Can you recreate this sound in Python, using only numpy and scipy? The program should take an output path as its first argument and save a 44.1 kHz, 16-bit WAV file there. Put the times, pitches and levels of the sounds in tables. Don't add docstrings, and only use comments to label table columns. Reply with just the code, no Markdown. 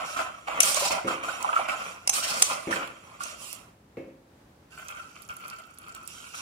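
import sys
import numpy as np
from scipy import signal
from scipy.fft import rfft, irfft
from scipy.io import wavfile
from scipy.ndimage import uniform_filter1d

SR = 44100
rng = np.random.default_rng(int(sys.argv[2]) if len(sys.argv) > 2 else 0)


def file_out(sig):
    cols = np.atleast_2d(sig).T
    lim = np.clip(cols, -1, 1)
    pcm = np.round(lim * 32767).astype(np.int16)
    wavfile.write(sys.argv[1], SR, pcm)


N = 282666


def undb(db):
    return 10 ** (np.asarray(db) / 20)


def unit(x):
    return x / np.sqrt(np.mean(x ** 2))


def energy_one(x):
    return x / np.sqrt(np.sum(x ** 2, axis=-1, keepdims=True))


def peak_one(x):
    return x / np.abs(x.mean(axis=0)).max()


def fade(ring_s, length_s):
    return np.exp(-np.log(1000) * np.arange(int(length_s * SR)) / SR / ring_s)


def wander(rate_hz):
    step = max(int(SR / rate_hz), 2)
    stairs = np.repeat(rng.standard_normal(N)[:N // step + 1], step)
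    return unit(uniform_filter1d(stairs, step)[:N])


def through(x, response):
    return signal.oaconvolve(np.atleast_2d(x), np.atleast_2d(response), axes=1)[:, :N]


def tone_filter(tone, size=2048):
    hz, db = np.transpose(tone)
    grid_hz = np.maximum(np.arange(size // 2 + 1) * SR / size, 1)
    gain = undb(np.interp(np.log(grid_hz), np.log(hz), db))
    cepstrum = irfft(np.log(gain))
    cepstrum[1:size // 2] *= 2
    cepstrum[size // 2 + 1:] = 0
    return irfft(np.exp(rfft(cepstrum)))


def tinted(response, tone):
    return energy_one(through(response, tone_filter(tone))[:, :SR // 2])


def resonate(x, hz, width_hz):
    turn = np.exp(2j * np.pi * np.cumsum(hz * np.ones(len(x))) / SR)
    pole = np.exp(-np.pi * width_hz / SR)
    return 2 * np.real(turn * signal.lfilter([1 - pole], [1, -pole], x / turn))


def hollow(x, hz, width_hz):
    return resonate(resonate(x, hz, width_hz), hz, width_hz)


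def ring(notes, phase_spread):
    phases = phase_spread * rng.standard_normal((len(notes), 2, 1))
    t = np.arange(SR // 2) / SR
    return energy_one(sum(undb(db) * fade(ring_s, .5) * np.sin(2 * np.pi * hz * t + phase)
                          for (hz, db, ring_s), phase in zip(notes, phases)))


def stereo(mid, side):
    side = signal.sosfilt(signal.butter(2, 620, "high", fs=SR, output="sos"), side)
    return mid + side * np.array([[1], [-1]])


def echoes(ring_s):
    mid, side = rng.standard_normal((2, SR // 2)) * fade(ring_s, .5)
    return energy_one(stereo(mid, side))


def inside_pan(ring_s, bounce_db):
    response = undb(bounce_db) * echoes(ring_s)
    response[0, 12] += 1
    response[1, 0] += 1
    return energy_one(response)


def place(x, left_db):
    return x * undb(np.array([[left_db], [-left_db]]) / 2)


def add(out, start_s, sound):
    start = max(int(start_s * SR), 0)
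    out[:, start:start + sound.shape[1]] += sound[:, :N - start]


HIGH_ON_WALL_S, CRUST_ENDS_S = 4.71, 6.07
WALL_UPPER_HZ, WALL_UPPER_WIDTH_HZ = 2600, 1400


def pressure(start_s, length_s, attack_s, sag_db_per_s, release_db_per_s):
    age_s = np.maximum(np.arange(N) / SR - start_s, 0)
    drop_db = sag_db_per_s * age_s + release_db_per_s * np.maximum(age_s - length_s, 0)
    return np.minimum(age_s / attack_s, 1) * undb(-drop_db)


def push(start_s, length_s, drag_db, rasp_db, groan_hz, sag_db_per_s):
    attack_s = 0.007 * 2 ** ((-28 - drag_db) / 13)
    shape = (start_s, length_s, attack_s, sag_db_per_s)
    drag = (undb(drag_db) * pressure(*shape, release_db_per_s=151)) ** 2 + 1e-14
    rasp = (undb(rasp_db) * pressure(*shape, release_db_per_s=215)) ** 2 + 1e-14
    progress = np.clip((np.arange(N) / SR - start_s) / length_s, 0, 1)
    fall = 0.16 if start_s < HIGH_ON_WALL_S else 0
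    return np.array([drag, rasp, drag * groan_hz * (1 - fall * (progress - .5))])


# start_s, length_s, drag_db, rasp_db, groan_hz
PUSHES = [(-.02, 0.032, -33, -47, 1290), (0.041, 0.11, -41, -43.5, 1300), (0.16, 0.054, -29.5, -41, 1300),
          (0.466, 0.12, -34.5, -49, 1170), (0.605, 0.11, -36.5, -27.5, 1450),
          (0.749, 0.12, -31.5, -29, 900), (0.897, 0.026, -26, -33.5, 862),
          (1.067, 0.056, -31.5, -41.5, 1200), (1.225, 0.15, -39, -44.5, 1290),
          (1.278, 0.013, -33.5, -46, 1380), (1.394, 0.25, -36.5, -47, 830),
          (1.547, 0.041, -31, -44.5, 1220), (1.678, 0.048, -29, -42.5, 1440),
          (1.758, 0.16, -42.5, -46.5, 1400), (2.12, 0.059, -39, -30.5, 1400), (2.217, 0.14, -36, -35, 1480),
          (2.359, 0.15, -42, -35.5, 1230), (2.49, 0.036, -32.5, -38, 1240), (2.59, 0.27, -46, -50, 1300),
          (2.701, 0.049, -33, -38.5, 1680), (2.731, 0.08, -37.5, -61, 1460),
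          (3.193, 0.12, -47, -43.5, 1330), (3.35, 0.19, -72.5, -44.5, 1310),
          (4.701, 0.55, -49, -51.5, 1444), (5.277, 0.52, -52, -56.5, 1380), (5.808, 0.73, -52, -57, 1385),
          (6.065, 0.4, -52.5, -48.5, 1490), (6.338, .11, -39, -43, 1460)]
# start_s, length_s, drag_db, rasp_db, groan_hz
SLOW_CREEP = (-0.38, 4, -55.5, -61, 1200.5)


def stirring():
    pushes = sum(push(*row, sag_db_per_s=12.5) for row in PUSHES)
    drag, rasp, weighted_hz = push(*SLOW_CREEP, sag_db_per_s=0) + pushes
    return 10 * np.log10(drag), 10 * np.log10(rasp), weighted_hz / drag


def slips(per_s, spread_db, catch_hz, catch_db):
    happens = rng.random(N) < per_s / SR
    size = undb(spread_db * np.clip(rng.standard_normal(N), -2, 2)) * rng.choice([-1, 1], N)
    grip = undb(catch_db * np.clip(wander(catch_hz), -2, 2))
    return unit(happens * size * grip)


def travel(force, make_spot, spots):
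    shares = energy_one(np.array([wander(24) for _ in range(spots)]).T).T
    return sum(through(force * share, make_spot()) for share in shares)


# pitch_hz, level_db
WALL_TONE = [(60, -12), (450, -12), (570, -2), (690, 2.5), (900, -7), (1400, -0.5), (1680, -11),
             (1950, -12), (2650, -5), (3100, -13.5), (7000, -46)]


def wall_spot():
    return tinted(inside_pan(ring_s=0.034, bounce_db=1.5), WALL_TONE)


def wall_drag(drag_db, groan_hz):
    coarse = slips(per_s=1500, spread_db=3.5, catch_hz=70, catch_db=1.5)
    wobbly_hz = groan_hz * (1 + 0.07 * wander(45))
    groan = unit(resonate(coarse, wobbly_hz, width_hz=260))
    upper = unit(hollow(coarse, WALL_UPPER_HZ, WALL_UPPER_WIDTH_HZ))
    in_mash = coarse + undb(-14.5) * groan + undb(-29) * upper
    skips = slips(per_s=700, spread_db=3, catch_hz=60, catch_db=2.5)
    free_groan = unit(resonate(skips, groan_hz, width_hz=170))
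    free_upper = unit(hollow(skips, WALL_UPPER_HZ, WALL_UPPER_WIDTH_HZ))
    above_mash = undb(-12) * skips + undb(-10.5) * free_groan + undb(-13.5) * free_upper
    force = np.where(np.arange(N) / SR > HIGH_ON_WALL_S, above_mash, in_mash)
    strength = np.hypot(undb(drag_db), squelches())
    return travel(force * strength, wall_spot, spots=3)


# pitch_hz, level_db
SAUCE_TONE = [(500, -47.5), (1900, -19.5), (2600, 4), (3700, -1), (7200, 2), (12000, -8), (15500, -21)]


def sauce_hiss(rasp_db, drag_db, bare_share):
    t = np.arange(N) / SR
    rub = rng.standard_normal(N) * undb(rasp_db)
    crust = np.where((t > HIGH_ON_WALL_S) & (t < CRUST_ENDS_S), undb(-5), 1)
    glide = travel(rub * np.sqrt(1 - bare_share) * crust,
                   lambda: tinted(inside_pan(ring_s=0.0088, bounce_db=9.5), SAUCE_TONE), spots=3)
    free_db = np.clip(rasp_db - drag_db, 0, 20)
    hiss = hollow(rub * free_db / 20, hz=7760 + 130.5 * free_db, width_hz=4700)
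    return glide + undb(10.5) * through(hiss, echoes(ring_s=0.083))


# pitch_hz, level_db
RASP_TONE = [(150, -56.5), (1400, -19.5), (1950, -12.5), (2600, 0), (3500, -2.5), (5200, 1), (6500, -2),
             (8800, -3.5), (10500, -8), (15000, -19.5)]


def edge_rasp(rasp_db, bare_share):
    fine = slips(per_s=7800, spread_db=8, catch_hz=168, catch_db=2)
    force = fine * undb(rasp_db) * np.sqrt(bare_share)
    return travel(force, lambda: tinted(inside_pan(ring_s=0.061, bounce_db=20), RASP_TONE), spots=6)


def scraping():
    drag_db, rasp_db, groan_hz = stirring()
    bare_share = np.clip((rasp_db + 45.5) / 10, 0, 1)
    drag = place(wall_drag(drag_db, groan_hz), left_db=-2)
    rasp = place(edge_rasp(rasp_db, bare_share), left_db=-2.5)
    hiss = place(sauce_hiss(rasp_db, drag_db, bare_share), left_db=-8)
    return drag + undb(2.5) * rasp + hiss


# pitch_hz, level_db
AIR_TONE = [(25, -27), (60, -10.5), (220, -12.5), (900, -24.5), (3200, -37), (16000, -47.5)]


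def kitchen_air():
    mid, side = through(rng.standard_normal((2, N)), tone_filter(AIR_TONE))
    return undb(-57.5 + wander(11)) * unit(stereo(mid, side))


# start_s, level_db, pitch_hz
BLADE_JUMPS = [(0.19, -22.5, 1320), (0.482, -25.5, 726), (0.769, -25, 620), (0.822, -22.5, 530),
               (1.078, -26, 1240), (1.288, -23, 1390), (1.445, -22.5, 880), (1.489, -22.5, 1250),
               (1.528, -23, 1280), (1.563, -15, 1390), (1.593, -22, 770), (2.343, -29, 766),
               (2.726, -21, 1660), (3.205, -31, 1230)]


def judders():
    out = np.zeros((2, N))
    decay = fade(ring_s=0.044, length_s=.1)
    for start_s, level_db, pitch_hz in BLADE_JUMPS:
        body = np.array([hollow(side, pitch_hz, width_hz=270)
                         + undb(-25) * hollow(side, WALL_UPPER_HZ, WALL_UPPER_WIDTH_HZ)
                         for side in wall_spot()])
        chatter = undb(3.5) * energy_one(rng.standard_normal(len(decay)) * decay)
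        chatter[0] += 1
        add(out, start_s, undb(level_db) * peak_one(through(chatter, body)))
    return place(out, left_db=-4)


POP_FALL = 0.36
# start_s, level_db, pitch_hz
SAUCE_POPS = [(0.484, -32.5, 3200), (1.427, -25.5, 7000), (2.875, -36, 3000), (3.529, -25.5, 10320),
              (4.884, -29.5, 6030), (5.221, -34, 9850), (5.289, -36, 6300), (5.367, -33.5, 10000),
              (5.481, -35.5, 10300), (5.5, -35, 5100), (5.786, -34.5, 9500), (5.949, -33.5, 8620),
              (6.076, -26.5, 8640)]


def pops():
    out = np.zeros((2, N))
    decay = fade(ring_s=0.014, length_s=.03)
    for start_s, level_db, pitch_hz in SAUCE_POPS:
        tear = rng.standard_normal(len(decay)) * decay
        note = energy_one(hollow(tear, pitch_hz * (1 + POP_FALL * (decay - .5)), width_hz=3100))
        click = energy_one(hollow(tear * decay ** 2, hz=9000, width_hz=9000))
        pop = through(note + undb(-4) * click, inside_pan(ring_s=0.035, bounce_db=-7))
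        add(out, start_s, undb(level_db) * peak_one(pop))
    return place(out, left_db=-9)


# pitch_hz, level_db
TICK_TONE = [(150, -34), (700, -8), (1800, -19), (2700, -4.5), (4000, -9.5), (6400, 4), (7400, -2),
             (9100, 4), (15000, -19)]
# pitch_hz, level_db, ring_s
BLADE_NOTES = [(5790, -3, 0.039), (6200, -3.5, 0.14), (7830, -7, 0.092), (9200, 2, 0.046)]


def blade_tap():
    notes = [(hz * (1 + 0.0051 * rng.standard_normal()), db, ring_s) for hz, db, ring_s in BLADE_NOTES]
    tick = tinted(inside_pan(ring_s=0.009, bounce_db=3.5), TICK_TONE)
    return energy_one(tick + undb(-8.5) * ring(notes, phase_spread=3.7))


# pitch_hz, level_db
KNOCK_TONE = [(200, -22.5), (770, 6.5), (1200, -4), (3800, -4.5), (7000, -18)]
# start_s, level_db, left_db, pitch_hz, knock_db
BLADE_HITS = [(0.603, -3.5, 5, 2340, -26), (0.630, -13.5, -8.5, 6300, -23), (0.7442, -16.5, -9, 8830, -7),
              (2.074, -13.5, -2.5, 5400, -12.5), (2.0934, -11.5, -4, 6450, -12.5),
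              (2.136, -20, -4, 6350, -17.5), (2.4213, -1.5, -1.5, 9000, -9.5), (3.234, -29, -10, 5330, -18)]


def clinks(buzz_s=0.0054):
    out = np.zeros((2, N))
    age = np.arange(int(2 * buzz_s * SR)) / SR / buzz_s
    buzz_shape = np.minimum(10 * age, 1) * np.exp(-age ** 4)
    for start_s, level_db, left_db, pitch_hz, knock_db in BLADE_HITS:
        tap = blade_tap()
        note = energy_one(np.array([resonate(side, pitch_hz, width_hz=400) for side in tap]))
        knock = tinted(inside_pan(ring_s=0.01, bounce_db=3), KNOCK_TONE)
        buzz = rng.standard_normal(len(age)) * buzz_shape
        clink = through(buzz, tap + undb(-6) * note + undb(knock_db) * knock)
        add(out, start_s, undb(level_db) * place(peak_one(clink), left_db))
    return out


# pitch_hz, level_db, ring_s
PAN_NOTES = [(195, 1.5, 0.31), (269.4, 0, 0.75), (333, 7, 0.56), (533, 6.5, 0.65), (2190, -3.5, 0.32),
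             (2650, -12, 0.44)]
# pitch_hz, level_db
THUD_TONE = [(50, -22.5), (200, -4), (540, -2), (700, -16), (1400, -27.5), (2400, -21.5), (3200, -36.5),
             (9000, -50)]
# start_s, level_db
PAN_ROCKS = [(1.046, -23.5), (2.672, -21.5), (3.970, -26.5)]


def rocking():
    out = np.zeros((2, N))
    for start_s, level_db in PAN_ROCKS:
        thud = tinted(echoes(ring_s=0.59) + undb(-11) * echoes(ring_s=0.13), THUD_TONE)
        boom = ring(PAN_NOTES, phase_spread=0.098) + undb(1.5) * thud
        add(out, start_s, undb(level_db) * boom / np.abs(boom).max())
    return out


# start_s, length_s, drag_db
SAUCE_PEELS = [(4.77, 0.016, -41.5), (4.814, 0.012, -42.5), (4.885, 0.022, -40.5), (4.962, 0.065, -46.5),
               (5.149, 0.023, -47), (5.289, 0.045, -45.5), (5.398, 0.014, -43.5), (5.435, 0.015, -41),
               (5.475, 0.045, -44.5), (5.577, 0.021, -48.5), (5.86, 0.04, -45.5), (5.941, 0.028, -44.5)]


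def squelches():
    return sum(undb(drag_db) * pressure(start_s, length_s, attack_s=0.0043,
                                        sag_db_per_s=0, release_db_per_s=449.5)
               for start_s, length_s, drag_db in SAUCE_PEELS)


def bubbles(count=420, low_hz=3500, high_hz=14000):
    t = np.arange(N) / SR
    peeling = squelches()
    on_crust = (t > HIGH_ON_WALL_S) & (t < CRUST_ENDS_S)
    peeled_so_far = np.cumsum(peeling + on_crust * peeling.max() / 5)
    decay = fade(ring_s=0.0018, length_s=0.0018)
    out = np.zeros((1, N))
    for when, size, height in rng.random(size=(count, 3)):
        start_s = np.searchsorted(peeled_so_far, when * peeled_so_far[-1]) / SR
        pitch_hz = low_hz * (high_hz / low_hz) ** height * (1 + POP_FALL * (decay - .5))
        note = np.sin(2 * np.pi * np.cumsum(pitch_hz) / SR) * decay * (1 - decay ** 10)
        add(out, start_s, undb(-46 + 13 * size ** 4) * note[None])
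    return place(through(out, inside_pan(ring_s=0.025, bounce_db=6)), left_db=-9)


def scene():
    close = scraping() + clinks() + judders() + bubbles() + pops()
    kitchen = tinted(echoes(ring_s=0.48), tone=[(2000, -3), (15000, -11.5)])
    return close + undb(-12) * through(close, kitchen) + rocking() + kitchen_air()


def record(dry):
    bass_cut = signal.butter(3, 45, "high", fs=SR, output="sos")
    treble_cut = signal.ellip(8, .2, 70, 15700, fs=SR, output="sos")
    clipped = np.clip(signal.sosfilt(bass_cut, dry), -1, 1)
    return signal.sosfilt(treble_cut, clipped)


dry = scene()
out = record(dry)
file_out(out)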